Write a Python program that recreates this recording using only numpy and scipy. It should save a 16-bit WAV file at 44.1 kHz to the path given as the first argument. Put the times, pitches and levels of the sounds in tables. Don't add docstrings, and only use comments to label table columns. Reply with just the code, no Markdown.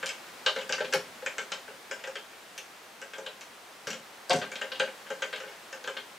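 import sys
import numpy as np
from scipy import signal
from scipy.fft import rfft, irfft, next_fast_len
from scipy.io import wavfile
from scipy.ndimage import uniform_filter1d

SR = 44100
rng = np.random.default_rng(int(sys.argv[2]) if len(sys.argv) > 2 else 0)


def ratio_of_db(decibels):
    return 10 ** (np.asarray(decibels, float) / 20)


def store_pcm(level_fs):
    pcm = np.round(np.clip(level_fs, -1, 1) * 32767).astype(np.int16)
    wavfile.write(sys.argv[1], SR, np.atleast_2d(pcm).T)


N = 272528
SPAN = SR // 3
TIME = np.arange(SPAN // 2) / SR


def unit(x):
    return x / np.sqrt(np.mean(x ** 2) + 1e-20)


def peaked(x):
    return x / np.max(np.abs(x))


def along(points, hz):
    f, v = np.transpose(points)
    return np.interp(np.log(hz + 1), np.log(f + 1), v)


def filtered(x, response):
    m = next_fast_len(N + SR // 2)
    return irfft(rfft(x, m) * response(np.fft.rfftfreq(m, 1 / SR)), m)[..., :N]


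def band(x, lo_hz, hi_hz, order=3):
    sos = signal.butter(order, [lo_hz, min(hi_hz, .45 * SR)], "band", fs=SR, output="sos")
    return signal.sosfilt(sos, x)


def add(track, s, sound):
    track[:, round(s * SR):][:, :SPAN] += sound


def build_up(rise_s):
    return 1 - np.exp(-TIME / rise_s)


def ring(modes, scatter_db):
    hz, db, t60 = np.transpose(modes)[..., None]
    strength, detune, phase = rng.standard_normal((3, len(modes), 1))
    waves = np.sin(2 * np.pi * (hz * (1 + 0.0055 * detune) * TIME + phase))
    decay = ratio_of_db(db + scatter_db * strength - 60 * TIME / t60)
    return np.sum(decay * waves, 0) * build_up(0.00013)


def burst(rise_s, lo_hz, hi_hz):
    u = TIME / rise_s
    noise, grain = rng.standard_normal((2, len(u)))
    return u * np.exp(1 - u) * unit(band(noise * ratio_of_db(5.34 * grain), lo_hz, hi_hz))


def chatter(spread_s, count):
    touches = np.zeros(SR // 20)
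    delays = spread_s * rng.gamma(2, .5, count) * SR
    places = np.minimum(delays, len(touches) - 1).astype(int)
    touches[places] = rng.standard_normal(count)
    touches[0] = 0.84
    return touches / np.linalg.norm(touches)


def ring_arms(contact_hz):
    # (frequency [Hz], level [dB], T60 [s])
    arm_modes = [(1950, -6, .02), (2190, -2, .05), (2500, -4, .02), (2720, -2, .03), (2870, -1, .04),
                 (3030, -2, .035), (3208, 0, .055), (3540, -5, .02), (3935, -5, .02), (4290, -5, .02),
                 (4700, -9, .02)]
    near = [(hz, db - 18 * abs(np.log2(hz / contact_hz)), t60) for hz, db, t60 in arm_modes]
    driven = signal.fftconvolve(ring(near, 2.8), chatter(.005, count=8))
    return peaked(band(driven[:len(TIME)], 2260, 4940))


def ring_long_arm():
    # (frequency [Hz], level [dB], T60 [s])
    long_modes = [(1235, -9, .04), (1378, -8, .04), (1535, -4, .03), (1565, 0, .05), (1680, -5, .03)]
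    return peaked(ring(long_modes, 1.0) * build_up(0.001) ** 2)


def ring_stand():
    # (frequency [Hz], level [dB], T60 [s])
    stand_modes = [(415.5, -4, 0.067), (453.6, 0.5, 0.036), (532, 4.5, 0.073), (613.8, -12, 0.15),
                   (837.6, -7.5, 0.079), (977, -14.5, 0.069)]
    return peaked(ring(stand_modes, 0.95) * build_up(0.0045) ** 2)


def knocks():
    # (time [s], arm clack [dB], stand [dB rel], scrape [dB rel])
    hub_knocks = [(.0277, -27, -5, -9.5), (.6144, -35, -7, -6), (.7806, -30.5, -2.5, -6),
                  (.9349, -20.5, 0, -4.5), (1.2609, -23.5, -11.5, -6), (1.68, -42.5, 5, -23),
                  (1.9111, -29.5, -2.5, 2.5), (1.992, -43, -11, -6), (2.0726, -39.5, 6, 6),
                  (2.3288, -48.5, 0, -16), (2.578, -41.5, -5, -12), (3.015, -35.5, -7, 0),
                  (3.887, -38, -14, 0), (3.9036, -28.5, -23, -4), (4.3616, -44, 10.5, -2),
                  (4.517, -33, -5.5, -3), (4.8735, -35.5, -5.5, -20), (5.0648, -39.5, -13, -10),
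                  (5.4016, -34, -3.5, -5), (5.433, -42, 5.5, -16), (5.4742, -38, -5.5, -24),
                  (5.5149, -43, -8, -19), (5.7264, -34, -5, 0)]
    # (time [s], arm clack [dB], stand [dB rel], scrape [dB rel])
    heavy_knocks = [(.0894, -26.5, -21, -0.5), (.6935, -29.5, 1, -2), (.7249, -20.5, -14.5, -32),
                    (.9247, -24, -9, 1), (1.3814, -24, -7.5, -5.5), (2.0378, -30.5, -8.5, -5.5),
                    (3.1338, -32.5, -11, -9), (3.182, -44.5, 11, 8.5), (3.4111, -37.5, -19, -7),
                    (3.87, -30.5, 0.5, 2.5), (4.3314, -33.5, 9.5, -2), (4.4274, -33, -5, -24),
                    (4.6134, -25, -6, -5.5), (5.1024, -34, 6, -0.5), (5.2205, -21.5, -9, -5.5),
                    (5.874, -26.5, -4.5, -6.5)]
    # (time [s], arm clack [dB], stand [dB rel], scrape [dB rel])
    light_knocks = [(.0747, -37, -14, 3), (.5609, -27.5, 1, -10), (.5865, -31.5, -14, -9),
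                    (.8044, -28.5, 5.5, -9), (.8449, -29.5, -19, -10), (1.2221, -46, 11.5, -12),
                    (1.5181, -25, -10, -2.5), (1.5544, -54, -9, -16), (2.1547, -28.5, -11, -10),
                    (3.2622, -31, -7, -8.5), (3.9298, -35, -5.5, 0), (4.415, -26, -9, -37),
                    (4.7976, -20, -2.5, -24), (5.3274, -27.5, -6, -14), (5.3594, -33.5, -13, -7),
                    (5.8413, -35, -3.5, -25), (5.9666, -27, -11.5, -24)]
    # (time [s], arm clack [dB], stand
    # [dB rel], scrape [dB rel])
    tip_knocks = [(.0618, -29, -25, -8), (.4617, -12.5, -11, -12.5), (4.2956, -35, 10.5, -13),
                  (4.3043, -16.5, -7, -11), (4.5543, -28.5, -14.5, -8), (4.7171, -25.5, -12.5, -25),
                  (4.7546, -37, -26, -19)]
    # (knocks, clack centre [Hz], long arm [dB rel])
    pivots = [(hub_knocks, 2170, 0.25), (heavy_knocks, 2380, 0.22),
              (light_knocks, 2930, -0.82), (tip_knocks, 3170, -3.5)]
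    track = np.zeros((2, N + SPAN))
    for rows, hz, long_db in pivots:
        for s, db, stand_db, scrape_db in rows:
            carried_db = 0.45 * stand_db
            clack = ratio_of_db(-9.5) * burst(0.0036, hz * 0.66, hz * 1.43)
            clack += ratio_of_db(-15.5 + carried_db) * burst(0.0096, 636, 2140)
            scrape = (burst(0.0014, 4850, 6060) + burst(0.0018, 6120, 7830)) / 2
            upper = ratio_of_db(-6.0) * ring_arms(hz) + clack + ratio_of_db(scrape_db - 5) * scrape
            upper += ratio_of_db(long_db + carried_db) * ring_long_arm()
            push = ratio_of_db(stand_db - 21.5) * burst(0.0043, 167.5, 255)
            lower = ratio_of_db(stand_db - 0.5) * ring_stand() + push
            add(track, s, ratio_of_db(db) * heard(upper, room_db=0.0))
            add(track, s, ratio_of_db(db) * heard(lower, room_db=0.0))
    return track[:, :N]


def ticks():
    # (time [s], level [dB], frequency [Hz], air [dB rel])
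    bearing_ticks = [(0.0597, -14.5, 6720, -23), (0.693, -25, 5830, -25), (0.7244, -13.5, 5320, -47),
                     (0.9359, -14.5, 5400, -11.5), (2.5785, -27, 6040, -13), (3.4101, -29.5, 5850, -20),
                     (3.872, -29, 5900, -12), (3.9035, -26, 5740, -16), (4.2959, -13.5, 6100, -29),
                     (4.3314, -18, 6350, -21), (4.362, -21.5, 6100, -24), (4.3874, -25.5, 6160, -31),
                     (4.517, -31, 6900, -34), (4.7968, -20.5, 5960, -38), (5.5139, -37.5, 5640, -22),
                     (5.8406, -33, 5600, -25)]
    # (time [s], level [dB], frequency [Hz], air [dB rel], T60 [s])
    washer_ticks = [(2.578, -27, 2300, -40, .008), (2.5795, -38, 8640, -40, .04),
                    (2.582, -25, 2600, -40, .008), (2.582, -37, 3500, -40, .07),
                    (2.582, -31, 6300, -30, .03), (3.872, -29, 5740, -40, .07),
                    (3.904, -32, 5740, -40, .08), (4.72, -27, 2800, -40, .08)]
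    bearing_t60_s = .009
    track = np.zeros((2, N + SPAN))
    for s, db, hz, air_db, t60 in [(*row, bearing_t60_s) for row in bearing_ticks] + washer_ticks:
        snap = ratio_of_db(-9.5) * (ring([(hz, 0, t60)], 0) + burst(0.0005, hz * 0.64, hz * 1.23))
        air = ratio_of_db(air_db - 9.5) * burst(0.0017, 8600, 13300)
        add(track, s, ratio_of_db(db) * heard(snap + air, room_db=0.5))
    return track[:, :N]


def thumps():
    # (time [s], thump level [dB])
    table_jolts = [
        (0.462, -68),
        (0.804, -32),
        (0.932, -25.5),
        (3.865, -27),
        (4.304, -21),
        (4.331, -18.5),
    ]
    # (frequency [Hz], level [dB], T60 [s])
    table_modes = [(115, -9, .15), (155, 0, .12), (185, 0, .1), (227, 2, .15), (290, -3, .08)]
    track = np.zeros((2, N + SPAN))
    for s, db in table_jolts:
        thump = ratio_of_db(-24) * ring(table_modes, 0.81) + ratio_of_db(-28.5) * burst(0.014, 156, 350)
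        add(track, s, ratio_of_db(db) * heard(build_up(0.0082) * thump, room_db=5.5))
    return track[:, :N]


def hollow_notes():
    # (time [s], level [dB])
    hollow_hits = [
        (4.298, -22),
    ]
    # (frequency [Hz], level [dB], T60 [s])
    hollow_modes = [(717, 0, .32), (660, -12, .1), (775, -12, .1), (905, -7, .08), (1097, -5, .06)]
    track = np.zeros((2, N + SPAN))
    for s, db in hollow_hits:
        note = build_up(0.0057) * ring(hollow_modes, 0.65) + ratio_of_db(-19) * burst(0.0033, 950, 1080)
        add(track, s, ratio_of_db(db) * heard(note, room_db=6))
    return track[:, :N]


def heard(x, room_db):
    # (frequency [Hz], T60 [s])
    room_decay = [(200, 0.46), (600, 0.21), (2000, 0.23), (5000, 0.26), (12000, 0.24)]
    # (frequency [Hz], side minus mid [dB])
    tail_width = [(150, -61), (600, -16), (2000, -8.5), (9000, -9)]
    # (delay [s], level [dB])
    early_echoes = [
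        (.0065, -9.5),
        (.0085, -12.5),
    ]
    hz, t, z = signal.stft(rng.standard_normal((2, SPAN)), SR, nperseg=256)
    decay = ratio_of_db(-60 * t / along(room_decay, hz)[:, None])
    z = z * decay * ratio_of_db([0 * hz, along(tail_width, hz)])[..., None]
    mid, side = signal.istft(z, SR, nperseg=256)[1][:, :SPAN]
    rise = 1 - np.exp(-np.arange(SPAN) / SR / .003)
    tail = rise * np.array([mid + side, mid - side])
    response = ratio_of_db(room_db) * tail / np.linalg.norm(tail[0])
    response[:, 0] += 1
    for delay, db in early_echoes:
        response[:, round(delay * SR * rng.uniform(.9, 1.1))] += ratio_of_db(db)
    return signal.fftconvolve(x[None], response, axes=1)[:, :SPAN]


def hiss():
    # (frequency [Hz], density [dB per Hz])
    hiss_colour = [(20, -8), (62, -14.5), (120, -11), (200, -3.5), (310, -2.5), (500, 1.5), (800, 1.5),
                   (1600, 0), (2600, -3), (5000, -8.5), (8000, -12.5), (13000, -19), (14800, -18.5),
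                   (16000, -27)]
    # (frequency [Hz], likeness [-1 to 1])
    hiss_likeness = [(60, 1), (290, 0.89), (640, 0.65), (3000, 0.56), (7000, 0.65), (11000, 0.98),
                     (15000, 0.97)]
    # (time [s], level [dB])
    hiss_drift = [(0, -46.5), (1, -47), (2, -49), (3, -50), (4, -49.5), (5, -48), (6.2, -49)]

    def mid_side(hz):
        angle = np.arccos(np.clip(along(hiss_likeness, hz), -1, 1)) / 2
        return ratio_of_db(along(hiss_colour, hz)) * [np.cos(angle), np.sin(angle)]

    z = signal.stft(rng.standard_normal((2, N)), nperseg=512)[2]
    patches = uniform_filter1d(rng.standard_normal(z.shape[1:]), 6, 0)
    patches = unit(uniform_filter1d(patches, 14, 1))
    pair = signal.istft(z * ratio_of_db(0.32 * patches), nperseg=512)[1][:, :N]
    mid, side = filtered(pair, mid_side)
    level_db = np.interp(np.arange(N) / SR, *np.transpose(hiss_drift))
    return ratio_of_db(level_db + [[.3], [-.3]]) * unit(np.array([mid + side, mid - side]))


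def scene():
    # (frequency [Hz], left minus right [dB])
    stereo_lean = [(100, -0.5), (500, 1), (1500, 3), (3000, 2), (6000, 0.5), (12000, 0)]

    def lean(hz):
        return ratio_of_db(along(stereo_lean, hz) * [[.5], [-.5]])

    return filtered(knocks() + ticks() + thumps() + hollow_notes(), lean) + hiss()


def roll_off(x):
    return signal.sosfilt(signal.butter(12, 16500, fs=SR, output="sos"), x)


def record(dry):
    high_pass = signal.butter(2, 70, "high", fs=SR, output="sos")
    mix = filtered(signal.sosfilt(high_pass, dry), lambda hz: hz < 15800)
    return roll_off(mix)


dry = scene()
out = record(dry)
store_pcm(out)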